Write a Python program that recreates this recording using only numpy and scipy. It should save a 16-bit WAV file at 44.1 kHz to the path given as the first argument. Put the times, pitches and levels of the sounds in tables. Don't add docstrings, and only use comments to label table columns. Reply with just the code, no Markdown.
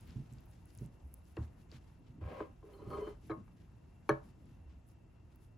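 import sys
import numpy as np
from scipy import signal
from scipy.fft import rfft, irfft, next_fast_len
from scipy.io import wavfile

SR = 44100
rng = np.random.default_rng(int(sys.argv[2]) if len(sys.argv) > 2 else 0)


def dump(signal):
    limited = np.clip(np.atleast_2d(signal).T, -1, 1)
    pcm = np.round(limited * 32767).astype(np.int16)
    wavfile.write(sys.argv[1], SR, pcm)


def how_loud(loudness_db):
    steps = np.asarray(loudness_db, float) / 20
    return 10 ** steps


N = 245637

# (time [s], peak [dB], frequency [Hz], t60 [s], rise [s])
TABLE_THUMPS = [(0.09, -41, 88, 0.055, 0.0072), (0.158, -33, 120, 0.064, 0.013),
                (0.191, -37, 136.4, 0.096, 0.0087), (0.318, -44.5, 129.7, 0.19, 0.0037),
                (0.812, -36.5, 125.7, 0.21, 0.0022), (0.848, -39, 147, 0.047, 0.0038),
                (1.038, -43, 67.6, 0.15, 0.037), (1.3815, -36.5, 109.9, 0.21, 0.015),
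                (1.39, -35.5, 76.7, 0.21, 0.027), (1.738, -47.5, 137.5, 0.088, 0.014),
                (2.097, -46.5, 124, 0.061, 0.0055), (2.213, -37.5, 87.5, 0.22, 0.011),
                (2.253, -33, 83, 0.15, 0.0037), (2.873, -39, 115, 0.068, 0.0049),
                (3.308, -44.5, 117, 0.085, 0.019), (4.105, -33.5, 135.8, 0.22, 0.0039),
                (4.649, -47.5, 68, 0.48, 0.021)]


def rms_one(x):
    return x / np.sqrt(np.mean(x ** 2) + 1e-20)


def in_time(rows):
    s, *columns = np.transpose(rows)
    return [np.interp(np.arange(N) / SR, s, c) for c in columns]


def at_hz(points, hz):
    table_hz, values = np.transpose(points)
    return np.interp(np.log(hz), np.log(table_hz), values)


def drift(rate):
    r = np.exp(-80 * np.pi * rate / SR)
    slow = signal.lfilter([1], [1, -2 * r, r * r], rng.standard_normal(N // 40 + 2002))[2000:]
    return np.interp(np.arange(N) / 40, np.arange(len(slow)), rms_one(slow))


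def ring(drive, hz, t60):
    r = how_loud(-60 / (max(t60, 0.0005) * SR))
    w = 2 * np.pi * hz / SR
    return signal.lfilter([0, np.sin(w)], [1, -2 * r * np.cos(w), r * r], drive + 1e-18)


def band(x, low_hz, high_hz):
    return signal.sosfilt(signal.butter(2, [low_hz, high_hz], "band", fs=SR, output="sos"), x)


def sides(lean):
    return np.array([[1 + lean], [1 - lean]])


def pair(low_hz, high_hz, white):
    # (frequency [Hz], correlation [0-1])
    likeness = [(60, 0.98), (200, 0.85), (500, 0), (1500, 0.56), (3000, 0.4), (5500, 0.2), (7500, 0.94),
                (15000, 0.92)]
    mid, side = band(white, low_hz, high_hz)
    alike = np.clip(at_hz(likeness, np.sqrt(low_hz * high_hz)), 0, 1)
    return np.sqrt(1 + alike) * mid + np.sqrt(1 - alike) * side * [[1], [-1]]


def add(out, s, sound):
    i = round(s * SR)
    out[..., i:i + sound.shape[-1]] += sound[..., :N - i]


def room_tone(patchy_db):
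    # (frequency [Hz], density [dB per Hz])
    air_spectrum = [(15, -40), (30, -7), (54, -2), (124, -4.5), (258, -22), (312, -15.5), (367, -25.5),
                    (617, -25.5), (711, -20), (859, -29), (1600, -38), (2600, -41.5), (2900, -51),
                    (7000, -51), (9100, -68), (15400, -120)]
    # (time [s], level [dB])
    ebb = [(0, 1.5), (.9, .6), (1.3, -1), (1.6, .3), (2, -1.5), (3.6, -1.5), (4.1, 0), (4.9, -2),
           (5.57, -2.5)]
    out = 0
    edges = 31 * 2 ** np.arange(0, 9, 0.5)
    white = rng.standard_normal((2, 2, N))
    slow_db = in_time(ebb)[0] + 0.3 * drift(0.11)
    for k, (low, high) in enumerate(zip(edges, edges[1:])):
        flicker_db = slow_db + patchy_db * drift(9)
        level_db = at_hz(air_spectrum, np.sqrt(low * high))
        out = out + how_loud(level_db + flicker_db) * pair(low, high, white[k % 2])
    whirr_hz, half_width_hz = 2690, 36
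    whirr = rms_one(pair(whirr_hz - half_width_hz, whirr_hz + half_width_hz, white[0]))
    return how_loud(-58) * rms_one(out) + how_loud(-89) * whirr


def rumble():
    # (time [s], level [dB], creak above the deep shudder [dB])
    load = [(0.0, -54.5, 0.5), (0.22, -63.5, 1), (0.62, -66, 0), (.9, -61.5, 0.1), (1.25, -67.5, -4.5),
            (1.61, -64.5, 7), (1.77, -64, 6.5), (2.0, -59, -9), (2.28, -49, 2.2), (2.64, -70, 1.5),
            (2.96, -47, 6), (3.4, -58, -4.5), (3.6, -57, -0.5), (3.85, -67.5, 0.5), (4.69, -58.5, 0.8),
            (5.04, -73, -1), (5.23, -59.5, -5), (5.57, -65, 0.1)]
    load_db, creak_db = in_time(load)
    power = how_loud(2 * load_db)
    t = np.arange(SR // 2) / SR
    shudder_db, shudder_t60_s, shudder_rise_s = -10, 0.3, 0.012
    for s, peak_db, *_ in TABLE_THUMPS:
        fall = how_loud(2 * (peak_db + shudder_db - 60 * t / shudder_t60_s))
        add(power, s, fall * (1 - np.exp(-t / shudder_rise_s)) ** 4)
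    white = rng.standard_normal((2, 2, N))
    deep = how_loud(-8.5 + 2.0 * drift(3.3)) * rms_one(pair(32, 80, white[0]))
    creak = rms_one(band(pair(89, 303, white[1]), 27, 330))
    return np.sqrt(power) * (deep + how_loud(-8.5 + creak_db + 4.67 * drift(5.7)) * creak)


def thumps():
    out, t = np.zeros((2, N)), np.arange(SR // 2) / SR
    for (s, peak_db, hz, t60, rise), turn in zip(TABLE_THUMPS, rng.random(len(TABLE_THUMPS))):
        shape = (1 - np.exp(-2 * t / rise)) ** 2 * how_loud(-60 * t / t60)
        low = np.sin(2 * np.pi * hz * t)
        upper = 0.36 * np.sin(2 * np.pi * (1.687 * hz * t + turn)) * how_loud(-300 * t)
        upper += 0.41 * np.sin(2 * np.pi * 1.7 * hz * t) * how_loud(-700 * t)
        lean = -0.16 * (hz > 112)
        add(out, s, how_loud(peak_db) * sides(lean) * shape / shape.max() * (low + upper))
    return out


def stirring():
    # (time [s], level [dB])
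    unrest = [(0, -74), (.6, -83), (1.0, -84), (2.2, -87.5), (2.7, -83), (3.5, -83.5), (4.6, -87),
              (5.57, -89)]
    # (middle [s],
    # length [s], level [dB], brightness [-1 dull .. 1 bright])
    rustle_swells = [(0.083, 0.13, -62, -2.5), (0.36, 0.19, -81.5, -0.5), (0.551, 0.17, -78, 0.16),
                     (0.705, 0.096, -74, 0.41), (0.812, 0.16, -72.5, 0.25), (0.946, 0.079, -78.5, 0.2),
                     (1.18, 0.38, -77.5, 1.8), (1.288, 0.096, -74.5, 0.3), (1.42, 0.14, -73, -0.1),
                     (1.605, 0.085, -77.5, -0.1), (1.746, 0.092, -68.5, -0.47), (1.875, 0.22, -78, -0.1),
                     (2.075, 0.1, -79.5, -1.5), (2.367, 0.3, -76.5, -0.25), (2.757, 0.27, -79, 0.5),
                     (2.955, 0.2, -70.5, 0.21), (3.09, 0.12, -71.5, -0.2), (3.275, 0.14, -73, 0.059),
                     (3.616, 0.11, -81.5, -0.58), (4.12, 0.19, -77.5, 0.1), (4.274, 0.1, -74, 0.1),
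                     (4.494, 0.23, -81.5, -0.35), (4.72, 0.13, -83.5, -0.8), (4.902, 0.07, -74.5, 0.6),
                     (5.322, 0.13, -82.5, 0), (5.437, 0.12, -78.5, 0.5)]
    bands = np.array([[-1], [0], [1]])
    colour_db = 5
    power = how_loud(2 * (in_time(unrest)[0] - colour_db * (bands - 0.032) ** 2))
    for s, length, level_db, bright in rustle_swells:
        swell = np.hanning(round(1.49 * length * SR))
        start = max(s - len(swell) / SR / 2, 0)
        add(power, start, (how_loud(level_db - colour_db * (bands - bright) ** 2) * swell) ** 2)
    return np.sqrt(power)


def rustle(grains_per_s, size_db):
    dull, bright, top = stirring()
    white = rng.standard_normal((2, 2, N))
    struck = rng.random(N) < grains_per_s / SR
    grains = struck * how_loud(size_db * np.minimum(rng.exponential(1, N), 5))
    white = white * (1 + grains)
    lower = how_loud(10.0) * dull * rms_one(pair(730, 3900, white[0]))
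    lower = lower + bright * rms_one(pair(4400, 7800, white[1]))
    upper = rms_one(pair(8830, 10560, white[0])) + how_loud(-2.5) * rms_one(pair(11000, 13900, white[1]))
    return how_loud(-7.5 + 2.0 * drift(46)) * lower + how_loud(-2.5 + 2.3 * drift(22)) * top * upper


def clicks():
    # (time [s], peak [dB], frequency [Hz], overtone [dB])
    wet_snaps = [(0.0094, -50, 9670, -23), (0.075, -58, 14700, -5), (0.107, -49.5, 5060, -19),
                 (0.3262, -55, 7840, -18), (0.3357, -52, 7660, -12), (0.3844, -60, 4700, -6),
                 (0.4062, -58, 12200, -9), (0.4584, -57, 15000, -5), (0.5127, -59, 9780, 3),
                 (0.6564, -53, 10600, -20), (0.7043, -58.5, 4900, -8), (0.7508, -45, 9500, -12),
                 (0.776, -46, 9700, -18), (0.787, -48, 6500, -11), (0.8096, -64, 11500, 2),
                 (0.861, -50.5, 8700, -14), (1.141, -38.5, 10970, -5), (1.2546, -63, 5430, -2),
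                 (1.3675, -57, 5330, 1), (1.716, -48, 4730, -14), (2.069, -82, 4400, -16),
                 (2.7344, -70, 11200, -3), (2.9038, -59, 4510, -7), (4.457, -67, 7500, 4),
                 (4.869, -79, 11000, -2), (4.888, -57, 9600, -5), (5.359, -58, 11500, -2)]
    out, t = np.zeros(N), np.arange(SR // 25) / SR
    impulse = 1. * (t == 0)
    for s, peak_db, hz, overtone_db in wet_snaps:
        edges = 0.65 * hz, min(1.6 * hz, 0.45 * SR)
        t60 = np.interp(hz, (4500, 9000), (0.0045, 0.0041))
        spit = band(rng.standard_normal(len(t)), *edges)
        spit = spit * (0.5 * how_loud(-60 * t / t60) + how_loud(-30 - 1300 * t))
        snap = ring(impulse, hz, t60) + how_loud(overtone_db) * ring(impulse, min(1.36 * hz, 0.4 * SR), t60)
        add(out, s, how_loud(peak_db - 1) * band(snap + spit, *edges))
    return out


def pings():
    # (time [s], peak [dB], frequency [Hz], t60 [s])
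    lone_rings = [(1.368, -50.5, 2700, 0.017), (1.369, -58, 4300, 0.008), (2.404, -65, 3050, 0.16),
                  (2.405, -71, 3960, 0.066), (2.405, -38, 1060, 0.045), (2.628, -57.5, 1050, 0.065),
                  (2.629, -53, 456, 0.13), (2.735, -71, 4230, 0.098), (2.735, -66.5, 3060, .05),
                  (2.78, -74, 4050, 0.12), (2.904, -65, 3130, 0.066), (2.933, -67, 4200, 0.23),
                  (2.949, -62, 3090, 0.09), (2.98, -74, 2500, .03), (3.01, -73, 2060, 0.11),
                  (3.041, -71, 1700, 0.05), (3.069, -68, 3060, 0.12), (3.08, -75, 4260, .08),
                  (3.298, -42, 1120, 0.018), (3.298, -71, 4380, 0.053), (3.304, -69, 3790, 0.09),
                  (3.302, -77, 3220, 0.036), (3.306, -46, 1130, 0.019), (3.313, -38.5, 1080, 0.02),
                  (3.315, -53.5, 2150, 0.051), (4.092, -22.5, 1130, 0.015), (4.1, -31, 1709, 0.048),
                  (4.119, -46, 1590, 0.027)]
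    out, t = np.zeros((2, N)), np.arange(SR // 5) / SR
    for s, peak_db, hz, t60 in lone_rings:
        rattle = rng.standard_normal(len(t)) * np.exp(-t / (0.043 * t60))
        mode = ring(rattle, hz, t60)
        add(out, s, how_loud(peak_db) * sides(0.11) * mode / np.abs(mode).max())
    return out


def swells():
    # (time [s], peak [dB], frequency [Hz], t60 [s], rise [s])
    sung_modes = [(1.37, -64, 3400, .008, .001), (1.371, -54, 1880, .015, .002),
                  (1.374, -59, 1255, 0.017, 0.0017), (2.316, -60, 2150, .02, .002),
                  (2.632, -57.5, 420.5, .3, 0.009), (2.82, -54.5, 413, 0.27, .01),
                  (2.934, -67, 1870, .012, .001), (2.934, -48, 1263, 0.068, 0.0029),
                  (2.964, -41.5, 423.3, 0.12, 0.047), (2.977, -62, 2300, .01, .001),
                  (2.98, -73, 3055, 0.28, 0.016), (3.02, -72.5, 3055, 0.25, 0.017),
                  (3.05, -73, 3055, 0.12, 0.0092), (3.016, -33, 421.6, 0.086, 0.0098),
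                  (3.068, -66, 2050, 0.014, 0.0018), (3.068, -40.5, 420.4, 0.072, 0.01),
                  (3.1, -47, 418.7, .055, .04), (3.321, -62, 1668, .04, .004),
                  (3.3, -38, 423.6, 0.12, 0.011), (3.302, -49, 1088, 0.16, .006),
                  (3.312, -50.5, 1232, 0.14, 0.005), (3.303, -65, 4000, 0.044, .004),
                  (3.299, -66, 3170, .03, .002), (2.405, -41.5, 424.5, 0.084, .004),
                  (2.44, -58.5, 1066, .12, .012), (3.335, -58, 1068, 0.062, .01),
                  (4.0895, -53, 4290, .03, .002), (4.0915, -51, 6030, 0.021, .002),
                  (4.092, -52, 3300, .022, .002), (4.092, -70, 7400, .02, .002),
                  (4.093, -60, 3050, 0.093, .002), (4.1, -41, 1606, 0.036, 0.0035),
                  (4.105, -71, 7200, 0.013, .002)]
    out, t = np.zeros((2, N)), np.arange(SR // 3) / SR
    for s, peak_db, hz, t60, rise in sung_modes:
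        shape = (1 - np.exp(-t / rise)) ** 2 * how_loud(-60 * t / t60)
        tone = np.sin(2 * np.pi * hz * (t + round(s * SR) / SR))
        lean = -0.05 if hz < 700 else 0.15
        add(out, s, how_loud(peak_db) * sides(lean) * shape / shape.max() * tone)
    return out


def drags(grains_per_s, size_db):
    # (time [s], level [dB])
    pushes = [
        [(2.211, -59), (2.25, -58), (2.3, -52), (2.4, -52.5), (2.426, -53), (2.55, -89)],
        [(2.63, -74), (2.662, -68.5), (2.735, -66.5)],
        [(2.735, -63), (2.76, -63.5), (2.815, -60.5)],
        [(2.815, -59), (2.85, -61), (2.9, -58.5)],
        [(2.9, -44.5), (2.936, -44.5), (2.97, -51)],
        [(2.97, -45.5), (3.01, -48), (3.03, -49), (3.066, -55.5), (3.08, -50.5), (3.13, -61.5), (3.15, -76)],
    ]
    # (glaze [dB], hollow second mode [dB], grit [dB])
    colours = [(-1, -7.5, -1.5), (0, 11.5, -0.5), (9, 9, -31), (8, 7, -5), (5.5, 2.5, -21), (2.5, 4, -15)]
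    foot_levels = [-3.5, -18, -27, -15, -29, -27]
    # (frequency [Hz], level [dB], t60 [s], lean to the left)
    rubbed = [(326, -5, 0.11, 0.055), (410.7, 2, 0.077, -0.21), (590, -2, 0.038, 0.2),
              (785, -8, 0.082, -1.1), (990, -4, 0.078, -0.36), (1081, -5.5, 0.086, 0.29),
              (1232, -7.5, 0.054, -0.1), (1590, -23.5, 0.16, 0.73), (2040, -23.5, 0.11, 0.85),
              (3055, -26, 0.14, -0.38), (4230, -28.5, 0.15, 0.013), (4510, -34, 0.09, -0.17),
              (8050, -37, 0.069, 0)]
    # (frequency [Hz], level [dB], t60 [s], lean to the left)
    rim = [(517, 3.5, 0.077, .1), (1604, -9, 0.083, .2), (2150, -24, 0.081, 0.34), (2520, -17, 0.062, 0.26)]
    out, tail = np.zeros((2, N)), SR // 4
    for rows, (glaze_db, hollow_db, grit_db), foot_db in zip(pushes, colours, foot_levels):
        start, stop = round(rows[0][0] * SR), round(rows[-1][0] * SR)
        luck = rng.random((2, SR))[:, :stop - start + tail]
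        length = luck.shape[1]
        slips = rng.standard_normal((2, SR))[:, :length] * (luck[0] < grains_per_s / SR)
        slips = rms_one(slips * how_loud(size_db * np.minimum(-np.log(luck[1]), 3)))
        pressure = how_loud(in_time(rows)[0][start:stop + tail] - 6.5)
        slips *= pressure * (np.arange(length) < stop - start)
        extra_db = [0, hollow_db] + [0] * (len(rubbed) - 6) + [glaze_db] * 4 + [foot_db] * len(rim)
        modes = 0
        for k, (hz, db, t60, lean) in enumerate(rubbed + rim):
            mode = ring(slips[k % 2] * how_loud(db + extra_db[k]), hz, t60)
            modes = modes + mode * sides(lean) / np.sqrt(t60 * SR / 28)
        grit = how_loud(19.5) * pair(386, 760, slips)
        grit += how_loud(4.5) * pair(1260, 2500, slips[::-1])
        grit += how_loud(-20.0) * pair(4100, 13500, slips)
        out[:, start:stop + tail] += modes + how_loud(grit_db) * grit
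    return out


def knocks():
    # (time [s], peak [dB], brightness [dB per octave], ring-time factor, thud [dB])
    hits = [(.816, -52, -7.5, 0.65, -8), (1.369, -38, -1.5, 0.36, 3.5), (1.374, -47.5, 2.5, 0.42, 4),
            (1.718, -53.5, -2, 0.45, 1.5), (2.211, -59, -19, 0.57, 0), (2.238, -63, 12.5, 0.32, -10),
            (2.275, -62, 12.5, 0.7, -14), (2.322, -51, 8.5, 0.35, -9), (2.405, -33, 0, 0.43, -3.5),
            (2.627, -56.5, -5, 1.9, -27), (2.735, -78, 14, 0.6, -16), (2.816, -53, -7, 0.91, -15),
            (2.866, -52, -9, 1.1, -10), (2.904, -59, -3, 0.59, -4), (2.933, -45.5, 4.5, 0.91, 0),
            (2.978, -65, 2, .6, -5), (3.02, -50, -8, 0.61, -7), (3.069, -42, -1.5, 0.57, 5.5),
            (3.078, -42, -7, 0.24, -5), (3.297, -34, 0, 0.95, -3), (3.304, -42, 2, 0.85, 3),
            (3.315, -41.5, 5, 0.53, 1), (3.479, -72, 14, 0.6, 8), (4.092, -22, 4.5, 0.9, -8),
            (4.099, -31.5, 1, 0.62, 1)]
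    body_hz = [324, 421.5, 577, 617, 815, 930, 1089, 1228, 1530, 1645, 1700, 1802, 2260, 2700]
    # (level [dB], t60 [s], lean to the left)
    body = [(6, 0.16, -0.17), (6.5, 0.13, -0.071), (-3.5, 0.14, -0.26), (-8.5, 0.27, -1.1),
            (-23, 0.1, 0.67), (-17, 0.13, 1), (-3.5, 0.091, -0.1), (-8.5, 0.11, -0.034),
            (-11.5, 0.052, -0.035), (-13.5, 0.15, -0.41), (-29, 0.12, 0.015), (-37, 0.11, 0.15),
            (-11, 0.026, 0.57), (-42, 0.069, 0.71)]
    # (frequency [Hz], level [dB], t60 [s], lean to the left)
    glaze = [(3047, -38, 0.09, 0.065), (3895, -41, 0.09, 0.12), (4215, -33, 0.065, 0),
             (5450, -50, 0.03, 0.15), (5930, -40, 0.03, .1), (7440, -54, 0.047, 0.15),
             (8900, -40, 0.019, 0.038), (10800, -37, 0.035, .05), (12400, -46, 0.027, .05)]
    modes = [(hz, *row) for hz, row in zip(body_hz, body)] + glaze
    out, t = np.zeros((2, N)), np.arange(SR // 3) / SR
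    luck = rng.normal(0, 1, (len(hits), len(modes)))
    for (s, peak_db, bright_db, ring_time, thud_db), spread_db in zip(hits, luck):
        hard = peak_db > -25
        contact_s, first_touch, cut_hz = (0.0002, 1, 14000) if hard else (0.006, 0.3, 1850)
        rattle = rng.standard_normal(len(t)) * np.exp(-t / contact_s)
        contact = 0.5 * rattle / np.linalg.norm(rattle) + (t == 0) * first_touch
        ringing = 0
        for k, (hz, level_db, t60, lean) in enumerate(modes):
            mode = ring(contact, hz, t60 * ring_time) * (1 - (hz < 700) * np.exp(-t * hz / 0.98))
            gain = how_loud(level_db + spread_db[k] + bright_db * np.log2(hz / 500)) / np.abs(mode).max()
            sense = (-1) ** (k * (hz < 900))
            ringing = ringing + sense * gain * sides(lean) * mode
        swell = 1 - np.exp(-t / contact_s)
        mid, side = band(band(rng.standard_normal((2, len(t))), 340, 1530), 280, 1560)
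        thud = sides(0.14) * mid + 0.57 * side * [[1], [-1]]
        thud *= swell * (how_loud(-600 * t / ring_time) + how_loud(-19 - 150 * t))
        crack_db = -38 if hard else -55.5 + bright_db
        crack = band(rng.standard_normal(len(t)), 2500, 13000) * how_loud(crack_db - 4000 * t)
        scatter = pair(1700, 4400, rng.standard_normal((2, len(t))))
        scatter = scatter * swell * how_loud(-36 + bright_db - 190 * t)
        whole = ringing + how_loud(thud_db + 15.5) * thud + crack + scatter
        add(out, s, how_loud(peak_db - 9.0) * band(whole, 200, cut_hz))
    return out


def kitchen(x):
    t60_s, wall_cut_hz = 0.26, 3850
    out, dull = np.zeros((2, N)), np.exp(-2 * np.pi * wall_cut_hz / SR)
    for k, lag in enumerate((rng.uniform(0.0065, 0.03, 16) * SR).astype(int)):
        loop, gain, state = x.copy(), how_loud(-60 * lag / SR / t60_s), [0.]
        for i in range(lag, N, lag):
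            back, state = signal.lfilter([gain * (1 - dull)], [1, -dull], loop[i - lag:i], zi=state)
            loop[i:i + lag] += back[:N - i]
        out[k % 2] += (loop - x) * (-1) ** (k // 2)
    return out


def scene():
    bowl = knocks() + pings() + swells() + drags(grains_per_s=8300, size_db=2.0)
    food = clicks()
    near = bowl + food + thumps() + rumble() + rustle(grains_per_s=450, size_db=-24.0)
    air = room_tone(patchy_db=1.3)
    echo = kitchen(band(bowl.mean(axis=0) + food, 405, 8500))
    return near + how_loud(-16.5) * echo + air


def low_pass(x):
    return signal.sosfilt(signal.butter(12, 16800, fs=SR, output="sos"), x)


def record(dry):
    # (frequency [Hz], phase [turns])
    side_turns = [(0, 0), (7350, 0), (9000, .5), (11200, 1), (11550, 1.03), (13250, 1.5), (13800, 1.53),
                  (14700, 2), (22050, 2)]
    # (frequency [Hz], left minus right [dB])
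    left_lift = [(100, -0.5), (1500, 2.5), (3000, 2.5), (5500, 4), (7000, 0), (15000, -0.5)]
    size = next_fast_len(N + 4096)
    hz = np.arange(size // 2 + 1) * SR / size
    turns = np.interp(hz, *np.transpose(side_turns))
    low_cut = 1 / np.sqrt(1 + (35 / (hz + 1)) ** 8)
    half = how_loud(at_hz(left_lift, hz + 1) / 2) * np.exp(-1j * np.pi * turns)
    both_sides = irfft(rfft(dry, size) * low_cut * [half, 1 / half], size)[:, :N]
    mix = signal.sosfilt(signal.cheby2(10, 50, 17200, fs=SR, output="sos"), both_sides)
    return low_pass(mix)


dry = scene()
out = record(dry)
dump(out)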